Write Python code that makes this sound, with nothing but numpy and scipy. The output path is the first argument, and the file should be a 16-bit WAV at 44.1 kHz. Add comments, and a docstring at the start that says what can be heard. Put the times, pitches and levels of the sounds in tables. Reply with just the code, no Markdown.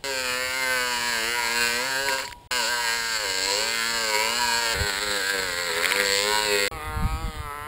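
"""Outdoors, an electric drill spins a small abrasive wheel inside a rusty steel bore, with two short silences.
Each turn drags nearly the same rough rim over the steel; its high spot strikes once, and loose grit hisses.
Short knocks crack out, and the casting and its long arm ring as resonances. Noise shaped into wind buffets the
microphone over a faint yard wash. Samples held in steps mirror the spectrum into the treble."""
import sys
import numpy as np
from scipy.fft import rfft, irfft, next_fast_len
from scipy.io import wavfile
from scipy.ndimage import uniform_filter1d, map_coordinates

SR = 44100
rng = np.random.default_rng(int(sys.argv[2]) if len(sys.argv) > 2 else 0)


def materialize(psi):
    """Save the field psi as 16-bit PCM at rate SR to the path in sys.argv[1].

    A 1-D psi becomes a single channel; in a 2-D psi each row is a channel.
    """
    bounded = np.clip(np.atleast_2d(psi).T, -1, 1)
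    quanta = np.round(bounded * 32767).astype(np.int16)
    wavfile.write(sys.argv[1], SR, quanta)


N = 338247
T = np.arange(N) / SR  # time in s


def amp(db):
    """dB to gain."""
    return 10 ** (np.asarray(db) / 20)


def unit(x):
    """x scaled to rms 1."""
    return x / np.sqrt(np.mean(x ** 2) + 1e-20)


def along(points, hz):
    """Read (hz, value) points on a log frequency axis."""
    f, v = np.transpose(points)
    return np.interp(np.log(hz + 1), np.log(f + 1), v)


def filtered(x, response):
    """Shape x by a complex response of frequency, padded so that tails do not wrap round."""
    m = next_fast_len(N + SR // 2)
    spectrum = rfft(x, m) * response(np.fft.rfftfreq(m, 1 / SR))
    return irfft(spectrum, m)[..., :N]


def causal(points):
    """A minimum-phase response along (hz, db) points: its sound starts only at the blow."""
    def response(hz):
        cepstrum = irfft(np.log(amp(along(points, hz)) + 1e-6))
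        half = len(cepstrum) // 2
        cepstrum[1:half] *= 2
        cepstrum[half + 1:] = 0
        return np.exp(rfft(cepstrum))
    return response


def below(hz):
    """A steep zero-phase low-pass."""
    return lambda f: 1 / (1 + (f / hz) ** 10)


def mode(f, hz, width_hz):
    """A causal resonance of peak gain 1; the narrower it is, the longer it rings."""
    return 1j * f * width_hz / (hz * hz - f * f + 1j * f * width_hz)


def wobble(rate):
    """A smooth random curve, rate knots a second."""
    return map_coordinates(rng.standard_normal(int(N * rate / SR) + 4), [T * rate])


def rim(turns, spot, life_turns, uneven_db, size=160):
    """The rim's bumps, read by angle: one high spot, or force spread round the turn in a pattern that slowly wears."""
    whole = np.arange(int(turns[-1]) + 2)
    harmonics = size // 2 + 1
    knots = rng.standard_normal((2, int(200 * T[-1] / life_turns) + 4, harmonics))
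    grid = np.meshgrid(whole / life_turns, np.arange(harmonics), indexing="ij")
    lag, strength = (map_coordinates(k, grid) for k in knots)  # per turn and harmonic
    # coarse shape and fine grain vary least
    strength = strength * np.interp(grid[1], [4, 12, 20, 32], [.3, 1, 1, .55])
    # harmonics in step make one high spot; scattered phases spread the force
    spread = 3 * (1 - np.interp(whole, turns, spot))
    bumps = -irfft(amp(uneven_db * strength) * np.exp(1j * spread[:, None] * lag), size)
    bumps = np.roll(bumps, size // 2, axis=1)
    return unit(map_coordinates(bumps, [turns - .5, turns % 1 * size], mode="grid-wrap"))


# wheel speed, sagging as it is pressed home, one curve per list: time_s, speed_turns_per_s
SPEED = [
    [(0.04, 137.7), (0.09, 136.8), (0.14, 131.4), (0.18, 130.8), (0.32, 124.5), (0.44, 128.3),
     (0.48, 128.1), (0.59, 132.1), (0.68, 128.4), (0.74, 128.2), (0.8, 124.9), (0.85, 124.3), (1.01, 118.4),
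     (1.06, 120.3), (1.1, 119.9), (1.17, 112.7), (1.2, 111.3), (1.24, 111.6), (1.3, 118.4), (1.34, 121.2),
     (1.37, 120.8), (1.42, 117), (1.48, 115.4), (1.57, 119.2), (1.7, 117.7), (1.75, 118.9), (1.79, 122.4),
     (1.87, 134), (1.89, 134.4), (1.95, 132), (2.02, 137.1), (2.075, 138), (2.11, 131.4), (2.17, 134.2),
     (2.2, 131), (2.23, 137), (2.3, 138)],
    [(2.51, 127.3), (2.57, 124), (2.63, 113), (2.65, 110.1), (2.66, 110.9), (2.71, 122.4), (2.76, 119),
     (2.82, 118.4), (2.89, 114.2), (2.95, 117.2), (3.03, 114.3), (3.07, 114.8), (3.13, 112.8),
     (3.23, 104.6), (3.26, 97.2), (3.3, 93.5), (3.35, 94.4), (3.4, 93.5), (3.54, 100.5), (3.59, 107.1),
     (3.65, 112.9), (3.71, 115.1), (3.76, 115.4), (3.83, 113.4), (3.9, 116.9), (4.02, 113.2), (4.07, 108.9),
     (4.15, 105.9), (4.2, 107.6), (4.39, 121.7), (4.48, 117.7), (4.54, 116.1), (4.59, 117.9), (4.62, 117.3),
     (4.67, 114.6), (4.735, 113.4)],
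    [(4.745, 101), (4.766, 98.9), (4.822, 102.3), (4.85, 102.8), (4.888, 100.6), (4.93, 96.6), (4.95, 95.5),
     (5.018, 105.1), (5.048, 105.2), (5.104, 101.9), (5.146, 101.9), (5.17, 101.1), (5.212, 94.3),
     (5.296, 99.3), (5.344, 97.9), (5.386, 94.5), (5.432, 94.1), (5.462, 92.2), (5.512, 87.6),
     (5.564, 87.7), (5.648, 88.6), (5.672, 86.6), (5.71, 81.6), (5.724, 81.1), (5.8, 85.5), (5.828, 88.2),
     (5.874, 91), (5.912, 96.4), (5.944, 99.4), (5.978, 100.9), (6.102, 98.4), (6.16, 99.2), (6.252, 103),
     (6.314, 106.6), (6.456, 106), (6.498, 103.1), (6.594, 99.5), (6.68, 99.4)],
]
# wheel speed under light pressure: time_s, speed_turns_per_s
SPEED_LIGHT = [(6.713, 163.5), (6.755, 159.2), (6.803, 151.2), (6.863, 155.1), (6.891, 153.6),
               (7.021, 152.2), (7.083, 157.6), (7.111, 158.5), (7.143, 157.4), (7.223, 163.0),
               (7.369, 151.4), (7.399, 151.7), (7.511, 143.0), (7.575, 146.9), (7.601, 145.5),
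               (7.67, 151.4)]
# scouring in each of five stretches: time_s, level_db, then treble rasp_db, body_db and drone_db
# relative to that level, and high_spot_share (0-1)
SCOURING = [
    [(0.04, -32, -1.5, -0.5, -3.5, 0.78), (0.3, -29, -7, -6.5, -9.5, 0.66),
     (0.4, -30.5, -5, -3.5, -6, 0.79), (0.5, -28.5, -8, -10.5, -15, 0.48),
     (0.76, -25, -10.5, -9, -14, 0.55), (1.06, -27, -6.5, -10, -12.5, 0.62),
     (1.24, -27.5, -7, -15, -8, 0.63), (1.36, -29, -7, -6, -9, 0.69), (1.66, -25.5, -5.5, -11, -11, 0.7),
     (1.9, -30, -2.5, -1, -5, 0.72), (1.97, -30.5, -4.5, -4, -5, 0.57), (2.05, -31, -5, -12, -5, 0.4),
     (2.11, -26.5, -5.5, -13, -5, 0.66), (2.19, -30.5, -5.5, -11, -8, 0.72)],
    [(2.51, -25.5, -7.5, -6.5, -15, 0.57), (2.66, -25.5, -4, -14, -12, 0.66),
     (2.75, -26.5, -8, -7.5, -16, 0.24), (2.95, -26, -6.5, -9.5, -16, 0.65), (3.05, -33.5, 0, -4, -13, 0.6),
     (3.15, -31, -1.5, -6, -15, 0.61), (3.23, -30.5, -4.5, -8, -10.5, 0.6),
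     (3.38, -30, -2, -10.5, -5.5, 0.7), (3.53, -28, 1, -8, -5.5, 0.85), (3.8, -26, -8.5, -8, -13.5, 0.69),
     (4.09, -29, -2, -5, -7, 0.72), (4.22, -26.5, -4.5, -6, -7, 0.83), (4.41, -24, -7, -7.5, -14, 0.79),
     (4.735, -26, -4, -8.5, -9, 0.75)],
    [(4.742, -28, -7, -7, -7.5, 0.67), (4.8, -30, -5, -5.5, -5, 0.65), (4.97, -31, -2.5, -2.5, -9, 0.63),
     (5.13, -29.5, -4, -4.5, -4.5, 0.43), (5.3, -31.5, -1.5, -2.5, -15.5, 0.55),
     (5.35, -28.5, -6, -6.5, -6.5, 0.61), (5.58, -31, -3.5, -3, -9, 0.76), (5.8, -28.5, -6.5, -4, -9, 0.86),
     (6.04, -26, -5, -11.5, -3.5, .82)],
    [(6.05, -28.5, -1, -11, -3, 0.93), (6.18, -26.5, 2, -19, -8, 1), (6.27, -29, -1, -4, -4, 0.71),
     (6.35, -26, -3.5, -8, -9.5, 0.78), (6.52, -26, -6, -9, -4, 0.77), (6.68, -28, -4, -8, -7, 0.82)],
    [(6.713, -34.5, -15, -8, -3, 1), (7.0, -36.5, -11, -5, 0.5, 0.88), (7.15, -37, -7.5, -5, -2, 0.88),
     (7.32, -38, -8.5, -5.5, -2, 0.85), (7.5, -38.5, -13, -5, -1, 0.85), (7.67, -35, -17, -5, -4.5, 0.87)],
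]
# balance of each stretch: whine_db (relative to level), casting_ring_db
CONTACT = [(-10.5, -1.5), (-10.5, 0.5), (-12, -7), (-10.5, -1.5), (-3, -42)]
# the 2-3 kHz edge: time_s, edge_db (relative to level)
EDGE = [(0.04, -8), (0.3, -3.5), (0.65, -13.5), (0.88, -13), (1.1, -7), (1.7, -7), (1.9, -9.5), (2.2, -9.5),
        (2.58, -11), (2.9, -12.5), (3.1, -8), (3.4, -10), (4.2, -8.5), (4.72, -12.5), (5.0, -10.5),
        (5.5, -12), (6.1, -5.5), (6.35, -12.5), (6.55, -4.5), (6.72, -4.5), (7.67, -10)]
# roughness of each stretch at its top speed: rough (0-1)
ROUGH = [.04, .05, .11, .03, .03]
# the wheel skips: peak_s, added_rough (0-1), half_length_s (to 1/e)
JUDDERS = [(2.09, .15, .015), (2.15, .08, .05), (2.25, .55, .045), (5.85, .08, .1), (5.19, .07, .03),
           (5.72, .04, .1), (6.84, .07, .05), (7.05, .03, .02), (7.27, .05, .03), (7.37, .07, .025),
           (7.53, .04, .03)]
# scrape colour in the first bore, before the bands are levelled: pitch_hz, density_db (per Hz)
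SCOUR = [(88, -38), (150, -16), (183, -30), (228, -10), (373, -16), (516, 0.5), (758, -17.5), (941, 1),
         (1190, -8.5), (1540, -0.5), (1910, -4.5), (2860, -5), (3550, -13.5), (4340, -3.5), (6000, -13),
         (7800, -62), (13200, -120)]
# scrape colour with the casting turned over: pitch_hz, density_db (per Hz)
WIDE_SCOUR = [(88, -38), (150, -15.5), (296, -12), (362, -18), (409, -5.5), (449, -3.5), (508, 1),
              (670, -19), (941, -7), (1210, -12.5), (1540, -3.5), (2200, -4), (3090, -16.5), (4340, -10),
              (6000, -27.5), (7800, -57), (13200, -120)]
# scrape colour under light pressure: pitch_hz, density_db (per Hz)
LIGHT_SCOUR = [(210, -57), (350, -15), (649, -24), (723, -13.5), (1210, 9.5), (1530, -3), (2080, -3.5),
               (2550, -13), (3010, -20), (4790, -22), (6000, -51), (7800, -92), (13200, -120)]
# the wheel is drawn off the steel, fades and leaves it
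LIFT_S, LIFT_DB_PER_S, OFF_S = 2.213, 233, 2.335
RASP_LINGERS_DB_PER_S = 75  # the treble rasp sputters on as the wheel lifts
SAG_ROUGHENS = 1.8  # roughness grows with this power of top speed over speed
UNEVEN_DB = 4.2  # scales the random spread of the rim's harmonics
LATE_TURNS = .25  # how far the high spot moves back once the casting is turned over


def wheel():
    """Rim pattern and loose grit scrape the bore; returns the scrape, turns made, level and casting's share."""
    speed = np.interp(T, *np.vstack([*SPEED, SPEED_LIGHT]).T)
    speed = uniform_filter1d(speed, size=700)  # the rotor's inertia rounds every change
    rows = np.vstack(SCOURING)
    level_db, rasp_db, body_db, drone_db, spot = (np.interp(T, rows[:, 0], c) for c in rows.T[1:])
    spot = np.clip(spot, 0, 1)
    starts = [table[0][0] for table in SCOURING]
    stretch = np.maximum(np.searchsorted(starts, T) - 1, 0)
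    whine_db, ring_db = np.transpose(CONTACT)[:, stretch]
    edge_db = np.interp(T, *np.transpose(EDGE))

    lifting = (T > LIFT_S) & (stretch == 0)
    level_db[lifting] = SCOURING[0][-1][1] - LIFT_DB_PER_S * (T[lifting] - LIFT_S)
    rasp_db[lifting] += (RASP_LINGERS_DB_PER_S * (T - LIFT_S) + 2 * wobble(120))[lifting]
    level = amp(level_db) * (T >= starts[0]) * ~(lifting & (T > OFF_S))

    top = np.array([speed[stretch == k].max() for k in range(len(starts))])[stretch]
    judder = sum(more * np.exp(-((T - s) / half) ** 2) for s, more, half in JUDDERS)
    rough = np.array(ROUGH)[stretch] * (top / speed) ** SAG_ROUGHENS
    rough = np.clip(rough + judder, 0, 1)

    turns = np.cumsum(speed * (1 + 0.019 * rough * wobble(60))) / SR
    turns += .045 * rough * wobble(45)  # the high spot lands early or late
    turns -= LATE_TURNS * np.clip((T - starts[2]) * 20, 0, 1)
    contact = np.exp(-2.5 * ((turns + 0.49) % 1))  # pressure peaks at the high spot and eases round the turn
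    pattern = rim(turns, spot, life_turns=20, uneven_db=UNEVEN_DB)
    steady = (0.55 + contact) * pattern * amp(11.0 * rough * wobble(70))
    grit = (2.8 + contact) * rng.standard_normal(N)

    a, b, c, d = below(740), below(1300), below(1880), below(3000)
    # bands: response, level in dB, weight of loose grit (it counts more in the treble)
    bands = [
        (a, drone_db, .3),
        (lambda f: b(f) - a(f), whine_db, .4),
        (lambda f: c(f) - b(f), body_db, .6),
        (lambda f: d(f) - c(f), edge_db, 1.2),
        (lambda f: 1 - d(f), rasp_db, 3.2),
    ]
    out = np.zeros(N)
    for colour, first, last in [(SCOUR, 0, 1), (WIDE_SCOUR, 2, 3), (LIGHT_SCOUR, 4, 4)]:
        scrape = filtered([steady, grit], causal(colour))
        active = (stretch >= first) & (stretch <= last)
        for band, db, loose in bands:
            share = np.clip(loose * rough, 0, 1)
            firm, fine = (unit(v) for v in filtered(scrape, band))
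            mix = np.sqrt(1 - share) * firm + np.sqrt(share) * fine
            out += active * level * amp(db) * mix
    return out, turns, level, amp(ring_db)


# short knocks: peak_s, level_db, ring_hz
KNOCKS = [(2.087, -13.5, 2150), (2.0948, -17, 1990), (2.185, -21, 1800), (2.2025, -22, 2000),
          (2.224, -27, 1600), (2.243, -35, 4300), (2.247, -27, 1800), (2.2705, -37, 4600),
          (2.2782, -24, 2120), (2.282, -36, 3280), (2.297, -41, 4500), (2.301, -39, 2780),
          (2.313, -30, 1490), (2.325, -35, 4600), (2.3283, -26, 2000), (5.734, -18, 1950),
          (5.747, -21, 1860), (5.758, -20, 1800), (5.7695, -18, 1920), (5.782, -18, 1800), (5.83, -19, 1810),
          (5.835, -15, 2010), (5.8462, -9, 2120), (5.858, -8.5, 2200), (5.8685, -25, 2100),
          (5.896, -18, 1710), (5.906, -18, 1810), (5.9115, -13, 2360), (5.922, -8, 2120), (5.961, -10, 2200),
          (5.972, -20, 2100), (6.0003, -15, 2100), (6.0115, -14, 2200), (6.0303, -19, 1680),
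          (6.051, -19, 2200), (6.061, -18, 2220), (6.0924, -22, 2140)]
# colour of the knocks' grit: pitch_hz, level_db
SNAG_COLOUR = [(400, 1), (1200, 6), (2200, 0), (3200, 8), (4200, 6.5), (5600, -0.5)]
SNAG_RISE_S, SNAG_FALL_S, SNAG_GRIT = 0.00054, 0.00095, 0.5  # times to 1/e; grit gain before its colour


def strong_knocks():
    """Single knocks: a quick swell and fall of the rim's ring with a spray of grit."""
    lead = SR // 200
    tracks = np.zeros((2, N + SR))  # ring, grit
    t = np.arange(-lead, SR // 100) / SR
    shape = np.exp(-(t / np.where(t < 0, SNAG_RISE_S, SNAG_FALL_S)) ** 2)
    for s, db, hz in KNOCKS:
        ring = np.cos(2 * np.pi * (hz * t + rng.random()))
        grit = SNAG_GRIT * rng.standard_normal(len(t))
        start = round(s * SR) - lead
        tracks[:, start:start + len(t)] += amp(db) * shape * np.array([ring, grit])
    return tracks[0, :N] + filtered(tracks[1, :N], causal(SNAG_COLOUR))


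# casting modes, sung when a harmonic of the wheel passes: pitch_hz, width_hz, level_db
CASTING = [(413.5, 4.4, 15), (495, 4.7, -4), (1591, 73, -2), (2104, 46, 0.5), (2875, 50, 0), (4176, 31, 4),
           (4443, 64, -1)]
CASTING_KNOCK_DB = -10  # a knock's share in the casting
CASTING_SHIFT_DB = 2  # scales each mode's random swell as the wheel wanders


def casting(x):
    """The steel casting rings on at a few modes."""
    out = np.zeros(N)
    for hz, width_hz, db in CASTING:
        push = x * amp(db + CASTING_SHIFT_DB * wobble(7))
        out += filtered(push, lambda f: mode(f, hz, width_hz))
    return out


# wheel harmonics that shake the arm: multiple, level_db (relative)
ARM_ORDERS = [(7, 2), (8, 7), (9, 4), (10, 15), (11, 4)]
# how much of the wheel's shake reaches the arm: time_s, gain_db
ARM_DRIVE = [(0.04, 0), (0.2, -6), (0.4, 9), (0.6, -13), (0.75, 9), (0.9, -1), (1.0, -6), (1.25, -10),
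             (1.4, 6.5), (1.6, 10.5), (1.8, -1), (2.0, -8), (2.05, 10.5), (2.12, 12), (2.2, 12.5),
             (2.28, 8), (2.4, 0), (2.6, -2), (2.8, -6), (3.1, -10), (3.3, -20), (3.6, 3.5), (3.9, -2),
             (4.2, 3), (4.45, -4), (4.65, -13), (4.8, -17), (5.3, -14), (5.5, 2), (5.7, -8), (5.95, 3),
             (6.15, -10), (6.3, 12), (6.4, 5), (6.68, -18)]
ARM_HZ, ARM_WIDTH_HZ = 965, 3.2  # its bell-like mode
ARM_KNOCK_DB = 21  # how hard a knock shakes it


def arm(turns, force, knocks):
    """The long arm sings when a harmonic of the wheel passes its mode or a knock shakes it, and rings on."""
    shake = sum(amp(db) * np.sin(2 * np.pi * k * turns) for k, db in ARM_ORDERS)
    shake = shake * force * amp(np.interp(T, *np.transpose(ARM_DRIVE)))
    return filtered(shake + amp(ARM_KNOCK_DB) * knocks, lambda f: mode(f, ARM_HZ, ARM_WIDTH_HZ))


# wind colour on the microphone, before levelling: pitch_hz, density_db (per Hz)
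BUFFET = [(12, -25), (20, -5.5), (65, 0.5), (173, -12), (232, -22), (258, -20.5), (330, -28), (430, -67),
          (730, -120)]
# gusts: peak_s, level_db, half_length_s (to 1/e)
GUSTS = [(4.775, -30, 0.025), (4.812, -27, 0.019), (4.843, -36, 0.018), (4.95, -56, 0.06),
         (5.077, -48, .03), (5.497, -53, .1), (5.68, -57, 0.072), (6.316, -55, 0.19), (6.75, -35.5, 0.05),
         (6.898, -34, 0.045), (6.987, -28, .022), (7.027, -20.5, .016), (7.058, -21, .014),
         (7.14, -30, 0.049), (7.238, -29, 0.028), (7.286, -29, 0.017), (7.357, -35, .02), (7.4, -38, 0.016),
         (7.46, -35, .025), (7.63, -47, 0.087)]
BREEZE_DB, BREEZE_SWING_DB = -53, 2.5  # centre level; scale of its random swing


def wind():
    """Lumpy low noise: air buffets the microphone in a breeze with gusts."""
    buffet = filtered(rng.standard_normal(N), lambda hz: amp(along(BUFFET, hz)))
    breeze = amp(BREEZE_DB + BREEZE_SWING_DB * wobble(14))
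    gusts = sum(amp(db) * np.exp(-((T - s) / half) ** 2) for s, db, half in GUSTS)
    return (breeze + gusts) * unit(buffet * amp(1.9 * wobble(24)))


# wash of the yard, before levelling: pitch_hz, density_db (per Hz)
YARD = [(88, 0), (150, 2), (415, -2.5), (650, -1.5), (971, -0.5), (1100, -12), (3500, -9.5), (6000, -17.5),
        (7800, -64), (13200, -120)]
YARD_DB = -54


def yard():
    """The faint wash of the yard: steady coloured noise."""
    return amp(YARD_DB) * unit(filtered(rng.standard_normal(N), lambda hz: amp(along(YARD, hz))))


def scene():
    """Wheel and knocks, the casting and arm that they ring, and the air."""
    scrape, turns, level, ring = wheel()
    knocks = strong_knocks()
    body = casting(ring * scrape + amp(CASTING_KNOCK_DB) * knocks)
    long_arm = arm(turns, ring * level, knocks)
    return (scrape + knocks + body + long_arm + wind() + yard())[None]


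# the sound breaks off: start_s, end_s
SILENCES = [(2.475, 2.507), (6.681, 6.713)]
STEP_HZ, TOP_HZ = 12000, 15700  # rate of the held samples; upper limit of the output


def record(dry):
    """Held samples mirror the band around the step rate and droop as a sinc; the sound breaks off for the silences."""
    def band_limit(hz):
        droop = np.sinc(np.minimum(hz / STEP_HZ, .5))  # undone here for the band below the mirror
        return 1 / (1 + (hz / 5750) ** 30) / droop

    band = filtered(dry, band_limit)
    mirrored = band * (1 + 2 * np.cos(2 * np.pi * STEP_HZ * T))
    on = 1 - sum((T > a) & (T < b) for a, b in SILENCES)
    return filtered(mirrored * on, lambda hz: np.sinc(hz / STEP_HZ) * (hz < TOP_HZ))


dry = scene()
out = record(dry)
materialize(out)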